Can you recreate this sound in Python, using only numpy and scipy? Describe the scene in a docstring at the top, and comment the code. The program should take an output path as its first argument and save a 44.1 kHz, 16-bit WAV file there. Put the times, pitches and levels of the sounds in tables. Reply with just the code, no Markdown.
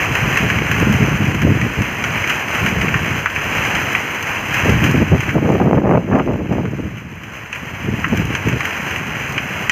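"""Heavy rain and hail pelt a paved courtyard, heard from a shelter at its edge, while wind rumbles and slaps.
Rain is a noise wash plus random impacts with decaying noise; close hail knocks and ticks, close drops spit.
Wind is noise whose level and upper corner rise with the airflow; fast air adds sharp pressure pulses.
The microphone rounds the hardest buffets, and its narrow port colours the treble.
The recorder's gain control sinks the rain under sustained loud wind, then lets it creep back."""
import sys
import numpy as np
from scipy import signal
from scipy.fft import rfft, irfft, next_fast_len
from scipy.io import wavfile
from scipy.ndimage import uniform_filter1d, minimum_filter1d

SR = 44100
rng = np.random.default_rng(int(sys.argv[2]) if len(sys.argv) > 2 else 0)


def bounce(signal):
    """Save signal as a 16-bit WAV file at the path given by the first command-line argument."""
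    frames = np.transpose(np.atleast_2d(signal))
    limited = np.clip(frames, -1, 1)
    pcm = np.round(limited * 32767).astype(np.int16)
    wavfile.write(sys.argv[1], SR, pcm)


N = 428211
# transform length, padded so that filter tails do not wrap round, and its frequencies in Hz
SIZE = 2 * next_fast_len(N // 2 + 8192, real=True)
HZ = np.maximum(np.arange(SIZE // 2 + 1) * SR / SIZE, 1)


def from_db(db):
    """Logarithmic level: decibels to amplitude gain."""
    return 10 ** (np.asarray(db) / 20)


def rms_one(x):
    """Normalisation by mean power: scale to rms 1."""
    return x / np.sqrt(np.mean(x ** 2) + 1e-20)


def in_time(rows):
    """Linear interpolation: a curve's value at every sample."""
    seconds, value = np.transpose(rows)
    return np.interp(np.arange(N) / SR, seconds, value)


def drift(corner_hz):
    """Low-passed chance: noise at every 40th sample through two equal one-pole filters, scaled to rms 1."""
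    pole = np.exp(-2 * np.pi * corner_hz * 40 / SR)
    noise = rng.standard_normal(N // 40 + 2002)
    slow = signal.lfilter([1], [1, -2 * pole, pole * pole], noise)[2000:]  # drop the settling
    return np.interp(np.arange(N) / 40, np.arange(len(slow)), rms_one(slow))


def butter(x, hz, kind, order=2):
    """Maximally flat (Butterworth) filtering."""
    return signal.sosfilt(signal.butter(order, hz, kind, fs=SR, output="sos"), x)


def resonance(x, hz, width_hz):
    """Damped resonance: a pole pair rings at one frequency, with a peak gain of about 1."""
    pole = np.exp(-np.pi * width_hz / SR)
    zeros = np.array([1, 0, -1]) * (1 - pole * pole) / 2
    poles = [1, -2 * pole * np.cos(2 * np.pi * hz / SR), pole * pole]
    return signal.lfilter(zeros, poles, x)


def colour(x, gain):
    """Minimum phase: the folded cepstrum gives a causal filter with the given gain at each of HZ."""
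    cepstrum = irfft(np.log(gain))[:SIZE // 2]
    cepstrum[1:] *= 2
    return irfft(rfft(x, SIZE) * np.exp(rfft(cepstrum, SIZE)))[:N]


def impacts(per_s, spread_db, largest):
    """Poisson-like arrivals: blows at random times, their dB offset exponential and capped at largest."""
    blows, size = np.zeros(N), rng.exponential(1, N)
    hit = rng.random(N) < per_s / SR
    blows[hit] = from_db(spread_db * np.minimum(size[hit], largest))  # negative spread: rare blows are weak
    return blows


def splatter(blows, t60):
    """Exponential decay: each blow starts noise whose power falls 60 dB in t60 seconds."""
    decay = from_db(-120 / (t60 * SR))  # per sample, of power
    power = signal.lfilter([1], [1, -decay], blows ** 2 + 1e-18)
    return np.sqrt(power) * rng.standard_normal(N)


# The downpour's swell. Each row: time in seconds, level in dB before the layer gains.
DOWNPOUR = [(0, -22), (.9, -23), (1.75, -27), (2.25, -23), (2.95, -23.5), (3.25, -24), (3.45, -21),
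            (3.9, -22), (4.15, -22.5), (4.9, -23), (5.5, -20.5), (6.2, -22.5), (7.0, -28.5), (7.9, -23.5),
            (8.6, -26), (9.7, -27)]
# Colour of water striking the paving. Each row: frequency in Hz, relative level per hertz in dB.
PAVING_COLOUR = [(40, -19), (120, -10), (300, -1.5), (600, -3), (850, -2), (1050, -0.5), (1250, -2),
                 (1600, 1.5), (2000, 0.9), (2500, 2), (3500, -1.5), (16000, 2)]
# Registers of the fine spray. Each row: lowest frequency in Hz, highest frequency in Hz.
SPRAY_REGISTERS = [(3600, 5100), (5500, 11500), (9000, 21000)]
SHEETS_DB, SHEETS_HZ = 1.27, 6.1  # the rain comes in uneven sheets: rms depth, corner of the drift


def rain(wash_db, drops_db, spray_db, pellets_db, pellet_tail_db):
    """Superposition of many impacts: far wash, near drops, fine spray and small hail share one swell."""
    wash = rng.standard_normal(N)
    drops = rms_one(impacts(per_s=1300, spread_db=-1.5, largest=6.3) * rng.choice([-1, 1], N))
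    # droplets of three sizes, each with its own register
    spray = np.zeros(N)
    for band in SPRAY_REGISTERS:
        droplets = impacts(per_s=130, spread_db=4.0, largest=5.6)
        spray += butter(splatter(droplets, t60=0.013), band, "band")
    # walls and roof scatter each crack of small hail into a short tail
    stones = impacts(per_s=80, spread_db=6.0, largest=4.3)
    cracks = splatter(stones, t60=0.035)
    tails = from_db(pellet_tail_db) * splatter(stones, t60=0.19)
    pellets = rms_one(butter(cracks + tails, 1220, "high"))

    water = from_db(wash_db) * wash + from_db(drops_db) * drops
    water = water + from_db(spray_db) * rms_one(spray) + from_db(pellets_db) * pellets
    splash_hz, splash_db = np.transpose(PAVING_COLOUR)
    paving_db = np.interp(np.log(HZ), np.log(splash_hz), splash_db)
    downpour_db = in_time(DOWNPOUR) + SHEETS_DB * drift(SHEETS_HZ)
    return colour(water, from_db(paving_db)) * from_db(downpour_db)


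# Steady push of the wind on the microphone. Each row: time in seconds, level in dB before buffets.
WIND_PUSH = [(0, -27), (.72, -18.5), (.88, -19.5), (1.35, -20.5), (1.64, -13.5), (1.74, -31), (2.15, -25),
             (2.4, -34.5), (2.8, -18.5), (3.15, -21.5), (3.3, -28.5), (3.8, -26), (4.15, -37),
             (4.58, -26.5), (4.7, -14), (5.3, -16), (5.48, -4), (6.05, -5), (6.55, -5.5), (6.8, -11.5),
             (7.0, -20), (7.45, -29), (7.8, -23.5), (8.2, -17.5), (8.55, -25.5), (8.66, -31), (9.1, -26.5),
             (9.7, -30.5)]
# Buffets that ride on the wind. Each row: start of the hold in seconds, its length in seconds, rise in dB.
WIND_BUFFETS = [(0.103, 0.017, 8.5), (0.245, 0.017, 12), (0.427, 0.02, 9), (0.53, 0.032, 5.5),
                (0.805, 0.24, 5.5), (1.13, 0.031, 5), (1.224, 0.061, 5), (1.446, 0.064, 6),
                (1.786, 0.034, 12.5), (2.631, 0.019, 9), (2.735, 0.037, 2), (4.67, 0.076, 3.5),
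                (4.959, 0.061, 7.5), (5.118, 0.04, 10), (5.361, 0.025, 9.5), (5.427, 0.087, 5),
                (5.6, 0.19, 6.5), (5.857, 0.11, 9), (6.131, 0.067, 9), (6.257, 0.041, 4.5), (6.53, .11, 4),
                (7.862, 0.08, 8.5), (8.113, 0.033, 7.5), (8.2, 0.014, 8), (8.463, 0.13, 8.5)]
BUFFET_ATTACK_S, BUFFET_RELEASE_S = 0.027, 0.027
TURBULENCE_DB, TURBULENCE_HZ = 1.5, 9.8  # rms depth, corner of the drift


def airflow():
    """Turbulent flow: wind level in dB from a steady push, buffets that swell, hold and fade, and drift."""
    t = np.arange(N) / SR
    flow_db = in_time(WIND_PUSH) + TURBULENCE_DB * drift(TURBULENCE_HZ)
    for start, length, rise_db in WIND_BUFFETS:
        end = start + length
        corners = [start - BUFFET_ATTACK_S, start, end, end + BUFFET_RELEASE_S]
        flow_db += np.interp(t, corners, [0, rise_db, rise_db, 0])
    return flow_db


# rumble's upper corner in calm air, its rise at a wind level of 0 dB, and the power law between
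CALM_HZ, EDDY_RISE_HZ, EDDY_GROWTH = 175, 500, 1.22
KNEE_FOLLOWS = 0.31  # octaves that the rumble's knee rises for each octave of its corner


def eddy_corner(flow_db):
    """Eddy scaling: faster air sheds smaller eddies, so the rumble's upper corner in Hz rises with the wind."""
    return CALM_HZ + EDDY_RISE_HZ * from_db(EDDY_GROWTH * flow_db)


def wind(flow_db, level_db, lumps_db, low_hz, calm_knee_hz, cascade, slope, brightening):
    """Turbulent cascade: eddies burst on the port, each burst louder and brighter than the flow around it."""
    burst, step = drift(40), 64  # spectrum updated every 64 samples
    corner = (eddy_corner(flow_db) * 2 ** (brightening * burst))[::step]
    # fast air also flattens the rumble, pushing its knee upward
    knee = calm_knee_hz * (corner / CALM_HZ) ** KNEE_FOLLOWS
    edges = 40 * 2 ** np.arange(0, 6.1, .5)  # half-octave bands
    white, out, power = rng.standard_normal((2, N)), 0, 0
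    for k, (low, high) in enumerate(zip(edges, edges[1:])):
        hz = np.sqrt(low * high)
        # smaller eddies are weaker, and die out above the corner
        gain = 1 / np.sqrt((1 + (hz / knee) ** cascade) * (1 + (hz / corner) ** slope))
        # neighbouring bands use separate noises
        out = out + np.repeat(gain, step)[:N] * butter(white[k % 2], [low, high], "band")
        power = power + gain ** 2 * (high - low)
    even = out / np.repeat(np.sqrt(power), step)[:N]
    rumble = butter(even * from_db(lumps_db * burst), low_hz, "high", order=3)
    # the gust, not the single eddy, sets the mean strength over 4000 samples
    rumble = rumble / np.sqrt(uniform_filter1d(rumble ** 2, size=4000) + 1e-20)
    return rumble * from_db(level_db + flow_db)


# Single eddies that slap the port. Each row: time in seconds, relative pulse level in dB.
EDDY_SLAPS = [(5.383, 2), (5.459, 3), (5.555, 9), (6.101, 1), (6.276, 8), (6.583, 1), (6.633, -10)]


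def slaps(flow_db, level_db, flutter_db, fast_hz, low_hz, high_hz):
    """Impulsive pressure: a few set pulses, and a ragged flutter that weakens steeply in slower air."""
    speed = np.minimum(eddy_corner(flow_db) / fast_hz, 1)
    flutter = impacts(per_s=56, spread_db=12.0, largest=1.4)
    pulses = flutter * speed ** 2 * from_db(flutter_db + flow_db)
    for s, peak_db in EDDY_SLAPS:
        pulses[round(s * SR)] = from_db(level_db + peak_db)
    rounded = butter(pulses * rng.choice([-1, 1], N), high_hz, "low", order=3)
    # make up for the height that the low-pass takes from a one-sample pulse
    return butter(rounded, low_hz, "high") * SR / (2 * high_hz)


# Close hailstones. Each row: time in seconds, relative knock level in dB, knock frequency in Hz,
# relative tick level in dB.
CLOSE_HAIL = [(0.3585, -6, 1610, -49), (0.5, 1, 1800, -34), (0.585, -3.5, 2280, -43),
              (0.7412, -6.5, 1850, -47), (1.6134, -4, 2060, -38), (2.0395, -3, 1740, -31.5),
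              (2.2387, -1.5, 2300, -41), (2.3009, -1.5, 1700, -32.5), (2.5489, -4, 1890, -38),
              (2.814, -2.5, 1900, -33.5), (2.882, -3, 2090, -47), (2.9407, 0.5, 1500, -42),
              (3.258, 8, 1470, -34), (3.3602, 0.5, 2190, -47), (3.7505, -3, 1680, -32),
              (3.9498, 5, 2250, -39), (5.291, 2.5, 1890, -40), (6.197, 7, 1120, -49),
              (6.6524, -1.5, 1420, -39), (7.5268, 2.5, 2670, -32), (8.042, 5, 1520, -43),
              (8.3506, 0, 1980, -30), (8.526, -6.5, 2250, -42), (8.6055, -1.5, 2050, -36),
              (9.379, 0.5, 2530, -38), (9.6953, 6, 2240, -24)]


def hail(knock_db, tick_db, knock_width_hz, crack_t60, tick_t60, tail_db, tail_t60):
    """Impact excitation: a dull resonant knock, a higher tick of shattering ice, and a tail from the walls."""
    out, t = np.zeros(N + SR), np.arange(SR // 5) / SR
    tail = from_db(tail_db - 60 * t / tail_t60)
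    knock_fade = from_db(-60 * t / crack_t60) + tail
    tick_fade = from_db(-60 * t / tick_t60) + tail / 2
    for s, peak_db, hz, treble_db in CLOSE_HAIL:
        crack = rng.standard_normal(len(t))
        knock = resonance(crack * knock_fade, hz, knock_width_hz)
        knock = butter(knock, [1050, 3200], "band", order=3)
        tick = butter(crack * tick_fade, [3700, 10000], "band")
        # both parts are scaled by their energy over the length of the crack
        knock = knock / np.sqrt(np.sum(knock ** 2) / (crack_t60 * SR))
        tick = tick / np.sqrt(np.sum(tick ** 2) / (crack_t60 * SR))
        start = round(s * SR)
        out[start:start + len(t)] += from_db(knock_db + peak_db) * knock + from_db(tick_db + treble_db) * tick
    return out[:N]


# Drops that splash right beside the microphone. Each row: time in seconds, relative level in dB.
CLOSE_DROPS = [(0.9253, -9), (3.587, -21), (4.2262, -6.5), (4.8578, -12), (4.9126, -7), (8.173, -4.5),
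               (8.253, -8), (9.323, -10.5)]


def drips(level_db, t60, low_hz):
    """Transient noise: a drop bursting close by is a short, thin spit of high-passed spray."""
    blows = np.zeros(N)
    for s, peak_db in CLOSE_DROPS:
        blows[round(s * SR)] = from_db(level_db + peak_db)
    return butter(splatter(blows, t60), low_hz, "high")


def overload(x, top_db):
    """Saturation: the hardest buffets drive the microphone to its limit, which rounds their peaks."""
    return from_db(top_db) * np.tanh(x / from_db(top_db))


# Resonances of the microphone port above its main band. Each row: centre frequency in Hz,
# half-power width in Hz, gain in dB.
PORT_RESONANCES = [(4090, 426, -20.5), (5054, 530, -20), (6178, 500, -12.5), (6986, 510, -19.5),
                   (8220, 500, -30.5), (9170, 600, -30.5), (10370, 520, -37), (11480, 710, -29),
                   (12500, 600, -35), (13530, 520, -23), (14500, 650, -28.5), (15300, 450, -39)]


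def microphone(x, band_hz, steepness, leak_db):
    """Port resonance: a main band passes and, above it, narrow resonances over a faint leak."""
    main_band = 1 / (1 + (HZ / band_hz) ** steepness) / (1 + (HZ / 3230) ** 33.6)
    power = main_band + from_db(leak_db) ** 2
    for hz, width_hz, db in PORT_RESONANCES:
        power = power + from_db(db) ** 2 * .5 ** ((2 * (HZ - hz) / width_hz) ** 2)
    return colour(x, np.sqrt(power))


def released(cut_db, db_per_s):
    """Linear release: a gain cut is let go at a steady rate in dB."""
    fall = db_per_s * np.arange(N) / SR
    return np.maximum.accumulate(cut_db + fall) - fall


def gain_control(x, threshold_db, window_s, hold_s, release_db_per_s):
    """Level compression: sustained loudness turns the gain down; it waits, then creeps back."""
    window, hold = int(window_s * SR), int(hold_s * SR) | 1
    loudness_db = 10 * np.log10(uniform_filter1d(x ** 2, size=window) + 1e-12)
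    over_db = np.maximum(loudness_db - threshold_db, 0)
    held_db = -minimum_filter1d(-over_db, size=hold, origin=hold // 2)
    return x * from_db(-released(held_db, release_db_per_s))


def limiter(x, ceiling, ahead_s, release_db_per_s):
    """Look-ahead limiting: the gain ducks just ahead of any peak over the ceiling and recovers quickly."""
    size = int(2 * ahead_s * SR) | 1
    over_db = 20 * np.log10(np.maximum(np.abs(x) / ceiling, 1))
    cut_db = released(-minimum_filter1d(-over_db, size=size), release_db_per_s)
    return x * from_db(-uniform_filter1d(cut_db, size=size))


def scene():
    """Superposition: rain, wind, hail and drips add at one microphone."""
    water = rain(wash_db=8.5, drops_db=8.5, spray_db=-1.0, pellets_db=5.0, pellet_tail_db=-7.5)
    flow_db = airflow()
    gusts = wind(flow_db, level_db=0.0, lumps_db=2.0, low_hz=87, calm_knee_hz=147,
                 cascade=2.8, slope=4.66, brightening=0.46)
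    buffets = slaps(flow_db, level_db=1.0, flutter_db=-1.5, fast_hz=910, low_hz=98, high_hz=790)
    stones = hail(knock_db=-17.0, tick_db=18.5, knock_width_hz=1100, crack_t60=0.027,
                  tick_t60=0.028, tail_db=-3.5, tail_t60=0.12)
    spits = drips(level_db=10.5, t60=0.025, low_hz=5000)
    return (water + gusts + buffets + stones + spits)[None]


def record(dry):
    """Signal chain: microphone overload and colour, gain control, peak limiting, and a steep top cut."""
    x = overload(dry[0], top_db=14.0)
    x = microphone(x, band_hz=2870, steepness=14.0, leak_db=-38.5)
    x = gain_control(x, threshold_db=-12.0, window_s=0.26, hold_s=0.24, release_db_per_s=6.0)
    x = limiter(x, ceiling=0.94, ahead_s=0.036, release_db_per_s=49)
    top_cut = signal.ellip(12, 0.1, 90, 15500, fs=SR, output="sos")  # low-pass at 15.5 kHz
    return signal.sosfilt(top_cut, x)[None]


dry = scene()
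out = record(dry)
bounce(out)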